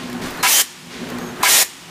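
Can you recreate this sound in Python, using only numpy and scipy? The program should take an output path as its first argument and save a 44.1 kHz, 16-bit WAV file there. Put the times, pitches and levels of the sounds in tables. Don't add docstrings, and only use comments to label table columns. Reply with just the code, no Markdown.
import sys
import numpy as np
from scipy import signal
from scipy.fft import rfft, irfft
from scipy.io import wavfile

SR = 44100
rng = np.random.default_rng(int(sys.argv[2]) if len(sys.argv) > 2 else 0)


def int16_out(signal):
    q = np.round(np.clip(np.atleast_2d(signal).T, -1, 1) * 32767)
    wavfile.write(sys.argv[1], SR, q.astype(np.int16))


N = 83790
T = np.arange(N) / SR


FLOOR_SPECTRUM = [(25, -40), (50, -19), (140, -14.5), (250, -9.5), (400, -14), (650, -19), (950, -13),
                  (1400, -15), (3000, -13.5), (5000, -19), (7000, -20.5), (13000, -30), (15500, -36)]
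FLOOR_DB = -40.5
# (frequency [Hz], width [Hz], level [dB])
HUM = [(242, 5.3, -59), (361, 5.7, -55)]
# (time of the top [s], level [dB])
DRONES = [(.825, -44.5), (1.88, -45)]
DRONE_HZ, DRONE_WIDTH_HZ, DRONE_S = 170, 15, 0.073

# (time of top speed [s], shake level [dB], film level [dB])
STROKES = [(.16, -30, -34.5), (1.163, -29.5, -36)]
SPEED_UP_S, SLOW_DOWN_S = 0.21, 0.23
RUMBLE_SPECTRUM = [(25, -35), (50, -8), (100, -6), (200, 1.5), (400, -1.5), (650, -7.5), (1500, -17),
                   (4000, -62)]
RUMBLE_DB = -6
# (frequency [Hz], width [Hz], level relative to the shake [dB])
FRAME = [(122, 11.6, -16.5), (176.8, 20, -7.5), (244.4, 10, -2), (272, 19, -14), (361, 8.6, -8.5),
         (438, 21, -14), (1060, 4.7, -16)]
# (time [s], level [dB])
ROLLER_SPECTRUM = [(200, -12), (450, 0), (800, -0.5), (1050, -1.5), (1700, -2.5), (2600, -11.5),
                   (5000, -23), (15000, -28)]
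ROLLER_LEVEL = [(0, -43), (.12, -38), (.25, -33.5), (.31, -35), (.41, -29.5), (.47, -46), (.65, -68),
                (.9, -47.5), (1.03, -40), (1.13, -34), (1.24, -34), (1.36, -37.5), (1.42, -29), (1.48, -38),
                (1.65, -59), (1.9, -46.5)]
UNEVEN_DB, UNEVEN_S = 1.02, 0.019
FILM_SPECTRUM = [(200, -57), (900, -1), (2000, 7), (3400, 4.5), (6500, -3.5), (10000, -13.5), (15000, -34)]
FILM_LEAD_S, FILM_RISE_S, FILM_FADE_S = 0.26, 0.016, 0.23
# (start [s], level [dB]), then their spectrum
BUMPS = [(0.223, -30.5), (0.383, -27.5), (.93, -37), (1.01, -33), (1.391, -30), (1.506, -34.5)]
BUMP_SPECTRUM = [(25, -42), (50, -20), (90, -8), (170, 1), (260, -0.5), (420, 4.5), (800, -29), (3000, -53)]
BUMP_RISE_S, BUMP_FADE_S = 0.0091, 0.04

# (start [s], length [s], pitch [Hz], level [dB], octave relative to the note [dB])
SQUEAKS = [(0.385, .03, 4050, -40, -25), (1.194, 0.11, 6370, -47, -7)]
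SQUEAK_WIDTH_HZ, SQUEAK_ARCH_HZ = 78, 228

# (start [s], length [s], level [dB]), then their spectrum
RUSTLES = [(0.216, 0.053, -30), (1.083, .19, -54)]
RUSTLE_SPECTRUM = [(200, 7), (800, 0.5), (1900, 4.5), (3000, -3), (4200, -1.5), (8000, -8.5), (15000, -17)]
GRAINS_PER_S, GRAIN_SPREAD_DB, RUSTLE_FADE_S = 4000, 2.5, 0.081
# (start [s], level [dB]), then their spectrum
TICKS = [(0.0336, -35), (0.0993, -30), (.129, -29.5), (0.3075, -26.5), (0.373, -30), (1.0885, -32),
         (1.1012, -27), (1.1852, -28), (1.264, -35)]
TICK_SPECTRUM = [(500, -10), (3000, 3.5), (7000, -4.5), (14500, -5)]
TICK_FADE_S = 0.0021

# (start [s], length [s], hiss level [dB], chirp level [dB], chirp length [s],
# hiss tilt [dB per octave])
BURSTS = [(0.4275, 0.19, -14.5, -21.5, 0.043, 0.23), (1.4282, 0.2, -13.5, -22, 0.05, -0.1)]
# (start [s], length [s], frequency [Hz], width [Hz], level [dB])
WHISTLES = [(.528, 0.079, 3130, 130, -22), (0.515, .042, 5950, 88, -21), (.543, 0.067, 6620, 260, -20.5),
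            (.57, 0.034, 7300, 160, -25), (0.48, 0.13, 13000, 230, -30), (0.48, 0.061, 16000, 1700, -24.5),
            (1.49, 0.133, 3750, 560, -24), (1.55, 0.056, 4300, 120, -29.5), (1.49, 0.118, 5680, 350, -22.5),
            (1.52, 0.094, 6950, 270, -22), (1.49, 0.123, 2300, 460, -29.5)]
WHISTLE_RISE_S = 0.0077
WHISTLE_ROOM = 0.49
POP_SPECTRUM = [(100, -45), (500, -32), (700, -22), (850, -6), (1020, 5), (1200, -7), (1800, -18),
                (6000, -62)]
POP_DB, POP_DELAY_S, POP_S = -14, 0.0036, 0.0018
# (frequency [Hz], width [Hz], level relative to the chirp [dB])
CAVITY = [(776, 38, -4.5), (985, 57, 1), (1325, 87, -3.5), (1665, 75, -1), (2073, 32, -3.5),
          (2247, 113, 3.5), (2705, 200, 0.5)]
CHIRP_FROM_HZ, CHIRP_HZ_PER_S, CHIRP_WIDTH_HZ = 950, 26400, 1200
CHIRP_DELAY_S, CHIRP_FADE_S = 0.0044, 0.0072
SPIT_SPECTRUM = [(100, -42), (600, -16), (2000, 0), (3600, 0.5), (5000, 1), (7000, -3), (15000, -14.5)]
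SPIT_DB, SPIT_S, SPIT_FADE_S = -19.5, 0.045, 0.034
HISS_SPECTRUM = [(40, -43), (110, -25), (180, -15.5), (380, -9.5), (850, -4), (1350, -8), (1700, -3),
                 (2700, -4), (4600, -4.5), (6500, -2.5), (9000, -3), (14500, -6.5), (15500, -14)]
CRACK_DB = -7
OPEN_AT_S, OPEN_S, CLOSE_S = 0.052, 0.0053, 0.0049

# (frequency [Hz], time to fall 60 dB [s])
ROOM_T60 = [(100, 0.23), (1000, 0.43), (3000, 1), (7000, 0.77), (15000, 0.29)]
ROOM_DB, NEAR_DB, NEAR_T60_S = -22, -9.5, 0.14
EDGE_HZ = 15450


def amp(db):
    return 10 ** (np.asarray(db) / 20)


def unit(x):
    return x / np.sqrt(np.mean(x ** 2) + 1e-20)


def read(points, hz):
    f, value = np.transpose(points)
    return np.interp(np.log(hz + 1), np.log(f + 1), value)


def colour(x, spectrum):
    gain = amp(read(spectrum, np.fft.rfftfreq(N, 1 / SR)))
    return unit(irfft(rfft(x) * gain, N))


def noise(spectrum):
    return colour(rng.standard_normal(N), spectrum)


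def ringing(hz, width):
    offset = np.fft.fftfreq(N, 1 / SR)
    slow = np.fft.ifft(np.fft.fft(rng.standard_normal(N)) / (1 + (offset / width) ** 2))
    slow /= np.sqrt(abs(slow) + 1e-12)
    phase = 2 * np.pi * np.cumsum(hz * np.ones(N)) / SR
    return unit((slow * np.exp(1j * phase)).real)


def gate(start, length, rise, fade):
    return np.clip((T - start) / rise, 0, 1) * np.exp(-np.maximum(T - start - length, 0) / fade)


def step(at, width):
    return .5 + .5 * np.tanh((T - at) / width)


def factory():
    wash = amp(FLOOR_DB) * noise(FLOOR_SPECTRUM)
    hum = sum(amp(db) * ringing(hz, width) for hz, width, db in HUM)
    swell = sum(amp(db) * np.exp(-((T - top) / DRONE_S) ** 2) for top, db in DRONES)
    return wash + hum + swell * ringing(DRONE_HZ, DRONE_WIDTH_HZ)


def drive():
    shake, pull = np.zeros(N), np.zeros(N)
    for top, shake_db, film_db in STROKES:
        width = np.where(T < top, SPEED_UP_S, SLOW_DOWN_S)
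        shake += amp(shake_db) * np.exp(-((T - top) / width) ** 2)
        since_pull = T - top + FILM_LEAD_S
        onset = step(top - FILM_LEAD_S, FILM_RISE_S)
        pull += amp(film_db) * onset * np.exp(-(since_pull / FILM_FADE_S) ** 2)
    frame = amp(RUMBLE_DB) * noise(RUMBLE_SPECTRUM)
    frame += sum(amp(db) * ringing(hz, width) for hz, width, db in FRAME)
    rollers = amp(np.interp(T, *np.transpose(ROLLER_LEVEL))) * noise(ROLLER_SPECTRUM)
    slow = noise([(0, 0), (.5 / UNEVEN_S, -3), (5 / UNEVEN_S, -50), (SR / 2, -120)])
    uneven = amp(UNEVEN_DB * slow)
    bumps = sum(amp(db) * gate(s, BUMP_RISE_S, BUMP_RISE_S, BUMP_FADE_S) for s, db in BUMPS)
    return uneven * (shake * frame + rollers) + pull * noise(FILM_SPECTRUM) + bumps * noise(BUMP_SPECTRUM)


def squeaks():
    out = np.zeros(N)
    for start, length, pitch, db, octave_db in SQUEAKS:
        hz = pitch + SQUEAK_ARCH_HZ * np.sin(np.pi * np.clip((T - start) / length, 0, 1))
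        note = ringing(hz, SQUEAK_WIDTH_HZ)
        octave = amp(octave_db) * ringing(2 * hz, 2 * SQUEAK_WIDTH_HZ)
        out += amp(db) * (note + octave) * gate(start, length, 0.0055, .008)
    return out


def packets():
    sizes = amp(GRAIN_SPREAD_DB * np.minimum(rng.exponential(1, N), 4)) * rng.choice([-1, 1], N)
    grains = sizes * (rng.random(N) < GRAINS_PER_S / SR)
    crackle = colour(grains, RUSTLE_SPECTRUM)
    handling = sum(amp(db) * gate(s, length, 0.0022, RUSTLE_FADE_S) for s, length, db in RUSTLES)
    snaps = sum(amp(db) * gate(s, 0.00056, 0.00035, TICK_FADE_S) for s, db in TICKS)
    return crackle * handling + snaps * noise(TICK_SPECTRUM)


def air_whistles():
    out = np.zeros(N)
    for start, length, hz, width, db in WHISTLES:
        out += amp(db) * ringing(hz, width) * gate(start, length, WHISTLE_RISE_S, WHISTLE_RISE_S)
    return out


def air_chirp():
    out = np.zeros(N)
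    for start, _, _, db, length, _ in BURSTS:
        begin = start + CHIRP_DELAY_S
        centre = CHIRP_FROM_HZ + CHIRP_HZ_PER_S * np.clip(T - begin, 0, length)
        rush = np.zeros(N)
        for hz, width, cavity_db in CAVITY:
            nearness = 1 / np.hypot(1, 2 * (hz - centre) / CHIRP_WIDTH_HZ)
            rush += amp(cavity_db) * ringing(hz, width) * nearness
        out += amp(db) * rush * gate(begin, length - CHIRP_DELAY_S, 0.001, CHIRP_FADE_S)
        out += amp(POP_DB) * noise(POP_SPECTRUM) * gate(start + POP_DELAY_S, 2 * POP_S, POP_S, POP_S)
    return out


def air_hiss():
    out = np.zeros(N)
    for start, length, db, _, _, tilt_db in BURSTS:
        jet = noise([(hz, level + tilt_db * np.log2(hz)) for hz, level in HISS_SPECTRUM])
        opening_db = CRACK_DB * (1 - step(start + OPEN_AT_S, OPEN_S))
        flow = amp(db + opening_db) * gate(start, length, .0006, CLOSE_S)
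        spit = amp(SPIT_DB) * noise(SPIT_SPECTRUM) * gate(start, SPIT_S, 0.0026, SPIT_FADE_S)
        out += flow * jet + spit
    return out


def room(x):
    t = T[:SR // 2]
    sparse = rng.standard_normal(len(t)) * (rng.random(len(t)) < .1)
    near = sparse * amp(-60 * t / NEAR_T60_S) * (t > .003)
    hz, at, z = signal.stft(rng.standard_normal(len(t)) * (t > .012), SR, nperseg=256)
    decay = amp(-60 * at / read(ROOM_T60, hz)[:, None])
    far = signal.istft(z * decay, SR, nperseg=256)[1]
    out = x.copy()
    for db, echo in [(NEAR_DB, near), (ROOM_DB, far)]:
        out += amp(db) * signal.fftconvolve(x, echo / np.linalg.norm(echo))[:N]
    return out


def scene():
    whistles = air_whistles()
    close = packets() + squeaks() + WHISTLE_ROOM * whistles + air_chirp() + air_hiss()
    mono = factory() + drive() + (1 - WHISTLE_ROOM) * whistles + room(close)
    return np.array([mono, mono])


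def record(dry):
    lowpass = signal.firwin(511, EDGE_HZ, window=("kaiser", 9), fs=SR)
    return signal.oaconvolve(dry, lowpass[None], "same")


dry = scene()
out = record(dry)
int16_out(out)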